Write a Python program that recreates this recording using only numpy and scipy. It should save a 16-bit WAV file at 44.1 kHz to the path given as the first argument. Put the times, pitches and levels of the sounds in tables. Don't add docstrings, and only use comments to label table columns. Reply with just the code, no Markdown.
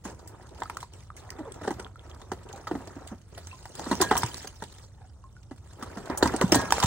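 import sys
import numpy as np
from scipy import signal
from scipy.fft import rfft, irfft, next_fast_len
from scipy.io import wavfile
from scipy.ndimage import uniform_filter1d

SR = 44100
rng = np.random.default_rng(int(sys.argv[2]) if len(sys.argv) > 2 else 0)


def unload_wav(signal):
    wavfile.write(
        sys.argv[1],
        SR,
        np.round(np.clip(np.atleast_2d(signal).T, -1, 1) * 32767).astype(np.int16),
    )


N = 302746
AGE = np.arange(SR // 8) / SR

# f/Hz, level/dB
AIR_SPECTRUM = [(22, -18.5), (52, -1.5), (92, 2.5), (150, -10), (220, -20.5), (1400, -36.5), (2700, -81),
                (9000, -38.5), (15000, -102)]
AIR_DB = -49
ECHO_SPECTRUM = [(1500, 0.21), (15000, 0.35)]
ECHO_DB = -11.5

# f/Hz, likeness/0-1
PORT_LIKENESS = [(120, 0.93), (450, 0.61), (1200, 0.93), (3000, 0.31), (7000, 0.25), (9400, 0.92),
                 (15000, 1)]
# f/Hz, lead/rad
PORT_LEAD = [(1500, 0.6), (2600, -2.1), (4200, -1.5), (6500, -5), (8000, -2), (9500, -3), (15500, -2.5)]
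TOP_HZ = 15900

# t/s, level/dB, f/Hz, decay/s
PLOPS = [(0.657, -35.5, 1280, 0.0044), (1.103, -33, 1217, 0.0026), (1.847, -33, 3370, 0.00085),
         (1.866, -35, 1370, 0.0014), (1.958, -41.5, 1350, 0.0039), (1.994, -40.5, 3370, 0.00098),
         (2.114, -42, 3270, 0.0017), (2.536, -40, 797, 0.023), (3.514, -40.5, 2650, 0.0063),
         (3.529, -43.5, 1036, 0.018), (5.24, -46, 1064, 0.015), (5.366, -49.5, 1460, 0.0066)]
PLOP_TICK_DB = -52.5

# t/s, level/dB, f/Hz, time to swell/s
THUDS = [(4.238, -21, 120, 0.0068), (6.44, -10.5, 180.7, 0.0042), (6.549, -26, 127, 0.012),
         (6.844, -10.5, 114, 0.0031)]

# t/s, level/dB
BLADE_BLOWS = [(4.015, -29.5), (4.109, -34), (6.545, -26.5), (6.592, -44)]
# f/Hz, relative level/dB, time to fall by 60 dB/s
BLADE_TONES = [(1030, -5, 0.15), (1617, -6, 0.36), (1653, -5, 0.64), (1827, -3, 0.24), (3330, -11.5, .25),
               (4080, -10, 0.22), (4830, -17, .22)]

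# t/s, level before colouring/dB, decay/s
SNAPS = [(0.804, -41.5, 0.027), (1.166, -43, 0.023), (1.304, -28.5, 0.0018), (1.52, -38, 0.0033),
         (2.528, -34, 0.003), (2.874, -38, 0.0062), (3.073, -40.5, 0.012), (3.953, -28.5, 0.0018),
         (4.012, -20, 0.015), (4.344, -22.5, 0.0015), (4.3795, -29, 0.001), (4.638, -35, 0.0066),
         (6.274, -21.5, 0.0046), (6.413, -17, 0.0027), (6.52, -13, 0.0078), (6.615, -28, 0.0027),
         (6.826, -18.5, 0.0031)]
# t/s, level before colouring/dB, decay/s
CRACKLES = [(0.274, -37, 0.014), (4.014, -10.5, 0.0073), (4.1762, -15, 0.0088), (6.174, -16, 0.0081),
            (6.554, -11.5, 0.0052)]
CRACKLE_LOW_HZ = 9700
# f/Hz, relative level/dB
CRISP_SPECTRUM = [(500, -1), (2300, -2), (4000, -0.5), (8600, 1.5), (10000, -5), (13000, -13.5),
                  (15700, -3.5)]

# f/Hz, relative level/dB
TUB_SPECTRUM = [(25, -27), (68, 1.5), (110, -3.5), (190, -3.0), (400, -16.5), (2000, -36.0)]
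SHUDDER_DB = -17.5

# start t/s, length/s, grinding level/dB, rustle level/dB
STROKES = [(0.037, 0.046, -44.5, -45.5), (0.148, 0.51, -53.5, -63), (0.55, 0.24, -54.5, -55),
           (0.913, 0.12, -59.5, -56.5), (1.125, 0.73, -49, -61), (1.629, 0.051, -41.5, -48),
           (1.94, 0.66, -53.5, -61.5), (2.456, 0.66, -49, -58.5), (3.25, 1, -57, -53.5),
           (3.732, 0.55, -41.5, -42.5), (4.158, 0.28, -51, -44.5), (4.427, 0.42, -60, -55),
           (5.609, 0.49, -57.5, -60), (5.767, 0.3, -45, -55), (6.08, 0.27, -37, -61),
           (6.186, 0.51, -38.5, -44), (6.515, 0.067, -27.5, -34), (6.694, 0.25, -34.5, -34)]
STROKE_RISE_SHARE = 0.12
GRIND_FALL_S, RUSTLE_FALL_S = 0.045, 0.037
REST_GRIND_DB, REST_RUSTLE_DB = -70, -67
# grinding level/dB, part of the sound power that comes in sudden slips/0-1
CATCHING = [(-44.5, 0.26), (-38.5, 0.37)]
# f/Hz, relative level/dB
GRIND_SPECTRUM = [(90, -0.5), (200, -4.5), (400, 2.5), (600, -3), (950, -3.5), (1650, -11), (2500, -21),
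                  (5000, -38)]

# t/s, length/s, level/dB, middle pitch f/Hz
RUBS = [(1.392, 0.032, -32, 305.5), (1.452, 0.02, -38.5, 535), (1.469, 0.024, -34.5, 463),
        (4.969, 0.13, -54.5, 809)]

# t/s, clack level/dB, clack f/Hz, crunch before colouring/dB, decay/s
CLACKS = [(0.6202, -23, 940, -52, 0.0053), (0.634, -34, 1150, -34.5, 0.0023),
          (0.698, -29.5, 980, -33.5, 0.0055), (0.77, -25.5, 1240, -28.5, 0.0023),
          (0.8291, -30.5, 996, -37, 0.0044), (1.643, -40, 1420, -51, 0.0093),
          (1.679, -27, 1620, -45, 0.0043), (2.216, -43, 1010, -46.5, .006),
          (2.67, -29.5, 1275, -36.5, 0.0099), (3.655, -36.5, 855, -41.5, 0.0053),
          (3.794, -32, 795, -33, 0.0085), (4.02, -18, 1036, -21, 0.0077), (4.1117, -14.5, 830, -46, 0.012),
          (4.153, -22.5, 930, -35, 0.01), (4.167, -26.5, 1070, -23.5, 0.0092),
          (4.2328, -15.5, 975, -48, 0.0026), (6.057, -45, 910, -39.5, 0.0043),
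          (6.5445, -17.5, 979, -15.5, 0.0072), (6.706, -20, 1230, -20.5, 0.002),
          (6.723, -8.5, 885, -11, 0.0026), (6.7821, -17.5, 590, -30, 0.0017),
          (6.801, -27, 1180, -20, 0.005), (6.83, -14, 990, -21, 0.0023), (6.835, -16.5, 983, -19.5, 0.0056)]
EDGE_BOOM_DB, EDGE_BOOM_HZ = -15, 498

# t/s, boom level/dB, tub f/Hz, slab f/Hz, hardness/0-1,
# delay of a second, weaker boom/s (0: none); the shortest ones merge with the first
KNOCKS = [(0.052, -34, 252, 894, 0.56, 0.0047), (1.386, -37, 318, 853, 0.49, 0.0049),
          (1.612, -35.5, 303, 643, 0.57, 0.037), (1.675, -25, 423, 775, 0.46, 0.0013),
          (1.706, -25.5, 320, 830, 0.57, 0), (1.796, -42, 400, 1440, 1, 0.0022),
          (2.317, -26.5, 395, 772, 0.71, 0), (2.7118, -22.5, 332, 720.6, 0.23, 0.039),
          (2.964, -37.5, 272, 662, 0, 0.0034), (3.115, -34.5, 230.1, 763, 0, 0.0038),
          (3.377, -42.5, 588, 695, 1, 0.0044), (3.866, -29, 235, 906.5, 0.4, 0),
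          (3.913, -18.5, 218.1, 952.6, 0.56, 0.013), (4.002, -19, 380, 692, 0.33, 0.012),
          (4.111, -17, 436.6, 980, 0.67, 0), (4.445, -38.5, 416, 761, 0.69, 0),
          (4.6219, -33, 442, 927, 0.84, 0), (5.5105, -37, 289, 816, 0.39, 0.0017),
          (5.825, -34, 191.7, 1181, 0.79, 0.007), (5.971, -31, 206.3, 722, 0.58, 0.0033),
          (6.098, -23, 217.8, 959.5, 0.34, 0.00074), (6.2258, -11.5, 379.9, 953, 0.61, 0.00042),
          (6.256, -21, 267.5, 952, 0.61, 0.0011), (6.337, -24.5, 333, 779, 0.43, 0.0013),
          (6.412, -17.5, 447, 1079, 0.65, 0.0078), (6.521, -13, 331, 634, 0.33, .035)]
SECOND_DB, SECOND_PITCH = -4, 0.891
HARD_CLACK_DB, SOFT_CLACK_DB = 4, -12
HARD_CRUNCH_DB, SOFT_CRUNCH_DB = 3, -32
HARD_DECAY_S, SOFT_DECAY_S = 0.0064, 0.013
BOOM_RISE_SHARE, CLACK_RISE_SHARE = 0.21, 0.072
CLINK_DB, CLINK_RATIO = -19, 3.7


def amp(db):
    return 10 ** (np.asarray(db) / 20)


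def evened(x):
    return x / np.sqrt(np.mean(x ** 2) + 1e-20)


def read(points, hz):
    f, value = np.transpose(points)
    return np.interp(np.log(hz + 1), np.log(np.abs(f) + 1), value)


def add(mix, s, sound):
    part = mix[..., max(round(s * SR), 0):][..., :sound.shape[-1]]
    part += sound[..., :part.shape[-1]]


def coloured(pair, spectrum):
    size = next_fast_len(N + 4096)
    hz = np.fft.rfftfreq(size, 1 / SR)
    a, b = rfft(pair, size) * evened(amp(read(spectrum, hz)))
    alike = np.clip(read(PORT_LIKENESS, hz), 0, 1)
    common = a * np.sqrt((1 + alike) / 2)
    apart = b * np.sqrt((1 - alike) / 2)
    return irfft(np.array([common + apart, common - apart]), size)[:, :N]


def grains(count, per_s, spread_db):
    size = amp(spread_db * np.minimum(rng.exponential(1, count), 4))
    present = rng.random(count) < per_s / SR
    return evened(size * present * rng.standard_normal((2, count)))


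def dying(x, decay, rise):
    x = x * np.exp(-AGE / decay) * (1 - np.exp(-AGE / rise))
    return evened(x) * np.sqrt(decay / 2 * SR / len(AGE))


def speckled(x, depth_db):
    z = signal.stft(x, nperseg=256)[2]
    patches = rng.standard_normal(z.shape[1:])
    for axis, size in ((0, 5), (0, 4), (1, 4), (1, 3)):
        patches = uniform_filter1d(patches, size, axis)
    gain = evened(amp(depth_db * evened(patches)))
    return signal.istft(z * gain, nperseg=256)[1][:, :N]


def air():
    return amp(AIR_DB) * coloured(rng.standard_normal((2, N)), AIR_SPECTRUM)


def garden(x, t60=0.11):
    t = np.arange(SR // 2) / SR
    taps = rng.standard_normal((2, len(t))) * (rng.random((2, len(t))) < 2500 / SR)
    taps *= amp(-60 * t / t60) * (1 - np.exp(-t / 0.0023))
    taps /= np.linalg.norm(taps, axis=1, keepdims=True)
    tail = signal.fftconvolve(x.mean(0)[None], taps, axes=1)[:, :N]
    return coloured(tail, ECHO_SPECTRUM)


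def plops():
    out = np.zeros(N)
    for s, db, hz, decay in PLOPS:
        ring = np.sin(2 * np.pi * hz * AGE)
        add(out, s, amp(db) * dying(ring, decay, rise=0.00019))
    return out


def thuds():
    out = np.zeros(N)
    for s, db, hz, swell in THUDS:
        push = (AGE / swell) ** 2 * np.exp(2 - 2 * AGE / swell)
        add(out, s, amp(db) * push * np.sin(2 * np.pi * hz * AGE))
    return out


def blade():
    t = np.arange(SR // 2) / SR
    ring = sum(amp(db - 60 * t / t60) * np.sin(2 * np.pi * hz * t) for hz, db, t60 in BLADE_TONES)
    out = np.zeros(N)
    for s, db in BLADE_BLOWS:
        add(out, s, amp(db) * ring)
    return out


def crunches(contacts):
    out = np.zeros((2, N))
    for s, db, decay in SNAPS:
        shower = grains(len(AGE), per_s=4000, spread_db=-1.0)
        add(out, s, amp(db) * dying(shower, decay, rise=0.00029))
    thin = signal.butter(2, CRACKLE_LOW_HZ, "highpass", fs=SR)
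    for s, db, decay in CRACKLES:
        shower = signal.lfilter(*thin, grains(len(AGE), per_s=18000, spread_db=1))
        add(out, s, amp(db) * dying(shower, decay, rise=decay / 10))
    for s, *_, db, decay in contacts:
        shower = grains(len(AGE), per_s=6000, spread_db=5.5)
        add(out, s - .0005, amp(db) * dying(shower, decay, rise=0.00098))
    for s, *_ in PLOPS:
        tick = dying(rng.standard_normal((2, len(AGE))), 0.0013, rise=0.00025)
        add(out, s, amp(PLOP_TICK_DB) * tick)
    return coloured(speckled(out, depth_db=4.0), CRISP_SPECTRUM)


def shudder(contacts, decay=0.074):
    power, t = np.zeros(N), np.arange(SR // 4) / SR
    for s, boom_db, *_ in contacts:
        swell = np.exp(-t / decay) * (1 - np.exp(-t / 0.011))
        add(power, s, (amp(boom_db) * swell) ** 2)
    rumble = coloured(rng.standard_normal((2, N)), TUB_SPECTRUM)
    return amp(SHUDDER_DB) * np.sqrt(power) * rumble


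def sliding():
    power = amp([[REST_GRIND_DB], [REST_RUSTLE_DB]]) ** 2 * np.ones(N)
    t = np.arange(SR) / SR
    for start, length, grind_db, rustle_db in STROKES:
        attack = np.minimum(t / (STROKE_RISE_SHARE * length), 1)
        release = np.exp(-np.maximum(t - length, 0) / np.array([[GRIND_FALL_S], [RUSTLE_FALL_S]]))
        add(power, start, (amp([[grind_db], [rustle_db]]) * attack * release) ** 2)
    return np.sqrt(power)


def slips(per_s, spread_db, decay, share):
    kicks = grains(N, per_s, spread_db)[0] ** 2
    power = signal.lfilter([1], [1, -np.exp(-2 / (decay * SR))], kicks)
    share = np.clip(share, 0, 1)
    return np.sqrt(1 - share + share * power / power.mean())


def friction(grind_gain, rustle_gain):
    catching = np.interp(20 * np.log10(grind_gain), *np.transpose(CATCHING))
    grind = grains(N, per_s=4000, spread_db=-0.5)
    grind = grind * slips(per_s=210, spread_db=-1.0, decay=0.021, share=catching)
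    rustle = grains(N, per_s=9000, spread_db=-5.0)
    rustle = rustle * slips(per_s=130, spread_db=4.5, decay=0.0055, share=0.46)
    grind = speckled(coloured(grind, GRIND_SPECTRUM), depth_db=4.0)
    rustle = speckled(coloured(rustle, CRISP_SPECTRUM), depth_db=4.0)
    return grind * grind_gain + rustle * rustle_gain


def ticks(gain, count, low_hz, high_hz, cycles, level_db, spread_db=3):
    out = np.zeros((2, N))
    for when, pitch, size, turn in rng.random((count, 4)):
        at = when * (N - 1) / SR
        hz = low_hz * (high_hz / low_hz) ** pitch
        db = level_db + spread_db * min(-np.log(1 - size), 3)
        out_of_step = np.array([[1], [-1]]) * (turn - .5)
        ping = np.sin(2 * np.pi * hz * AGE + out_of_step)
        add(out, at, gain[int(at * SR)] * amp(db) * dying(ping, cycles / hz, rise=0.00052))
    return out


def rubs(sag=0.189, rough=0.068, overtone_db=-9, stutter_db_per_s=45, drift_per_s=0.47):
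    out = np.zeros(N)
    for s, length, db, hz in RUBS:
        done = np.minimum(AGE / length, 1)
        wobble = evened(uniform_filter1d(rng.standard_normal(len(AGE)), size=60))
        drift, stutter = evened(uniform_filter1d(rng.standard_normal((2, len(AGE))), size=500))
        pitch = hz * (1 + sag * (.5 - done) + rough * wobble + drift_per_s * length * drift)
        turns = np.cumsum(pitch) / SR
        tone = sum(amp(k * overtone_db) * np.sin(2 * np.pi * (k + 1) * turns) for k in range(3))
        flutter = evened(amp(stutter_db_per_s * length * stutter))
        add(out, s, amp(db) * np.sin(np.pi * done) * flutter * tone)
    return out


def blows():
    out = []
    for s, db, hz, crunch_db, decay in CLACKS:
        out.append((s, db + EDGE_BOOM_DB, EDGE_BOOM_HZ, db, hz, crunch_db, decay))
    for s, db, tub_hz, slab_hz, hardness, delay in KNOCKS:
        clack_db = np.interp(hardness, [0, 1], [SOFT_CLACK_DB, HARD_CLACK_DB])
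        crunch_db = np.interp(hardness, [0, 1], [SOFT_CRUNCH_DB, HARD_CRUNCH_DB])
        decay = np.interp(hardness, [0, 1], [SOFT_DECAY_S, HARD_DECAY_S])
        touches = [(s, db, tub_hz)]
        if delay > 0:
            touches.append((s + delay, db + SECOND_DB, tub_hz * SECOND_PITCH))
        for at, level, hz in touches:
            out.append((at, level, hz, level + clack_db, slab_hz, level + crunch_db, decay))
    return out


def struck(hz, decay, rise, low_hz, high_hz, scatter, width, sag=0.11, damping=0.32, db_per_octave=-3):
    place, start, offset = rng.random((3, 16, 1))
    step = (np.arange(len(place))[:, None] + place) / len(place)
    crowd_hz = low_hz * (high_hz / low_hz) ** step
    weight = amp(db_per_octave * np.abs(np.log2(crowd_hz / hz)))
    weight = weight * np.exp(AGE / decay * (1 - (crowd_hz / hz) ** damping))
    crowd = []
    for side in (-1, 1):
        turns = crowd_hz * AGE + start + side * width * (offset - .5)
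        crowd.append((weight * np.sin(2 * np.pi * turns)).sum(0))
    pitch = hz * (1 + sag * (2 * np.exp(-AGE / decay) - 1))
    main = dying(np.sin(2 * np.pi * np.cumsum(pitch) / SR), decay, rise)
    return evened(main + scatter * dying(np.array(crowd), decay, rise)) * np.std(main)


def knocks(contacts):
    out = np.zeros((2, N))
    for s, boom_db, boom_hz, clack_db, clack_hz, _, decay in contacts:
        clack_rise = decay * CLACK_RISE_SHARE
        boom = struck(boom_hz, decay, rise=decay * BOOM_RISE_SHARE,
                      low_hz=163.6, high_hz=642.5, scatter=0.92, width=0.049)
        clack = struck(clack_hz, decay, rise=clack_rise,
                       low_hz=667.7, high_hz=2073, scatter=0.96, width=0.1)
        clink = struck(clack_hz * CLINK_RATIO, decay, rise=clack_rise / 2,
                       low_hz=2853, high_hz=5590, scatter=1.2, width=0.3)
        add(out, s, amp(boom_db) * boom + amp(clack_db) * (clack + amp(CLINK_DB) * clink))
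    return out


def scene():
    contacts = blows()
    grind_gain, rustle_gain = sliding()
    work = plops() + thuds() + blade() + crunches(contacts) + shudder(contacts)
    work = work + friction(grind_gain, rustle_gain)
    work = work + ticks(grind_gain, count=330, low_hz=514, high_hz=1935, cycles=3.3, level_db=-3)
    work = work + ticks(rustle_gain, count=400, low_hz=2807, high_hz=8100, cycles=9.1, level_db=-2.5)
    work = work + rubs() + knocks(contacts)
    return work + amp(ECHO_DB) * garden(work) + air()


def record(dry, bass_hz=40):
    size = next_fast_len(N + 4096)
    hz = np.fft.rfftfreq(size, 1 / SR)
    lead = read(PORT_LEAD, hz) * np.minimum(hz / PORT_LEAD[0][0], 1)
    low_cut = hz ** 2 / np.hypot(hz ** 2, bass_hz ** 2)
    shift = np.exp(1j * np.array([lead, -lead]) / 2)
    ports = irfft(rfft(dry, size) * low_cut * shift, size)[:, :N]
    edge = signal.firwin(255, TOP_HZ, window=("kaiser", 8), fs=SR)
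    return signal.oaconvolve(ports * amp([[-.6], [.6]]), edge[None], "same")


dry = scene()
out = record(dry)
unload_wav(out)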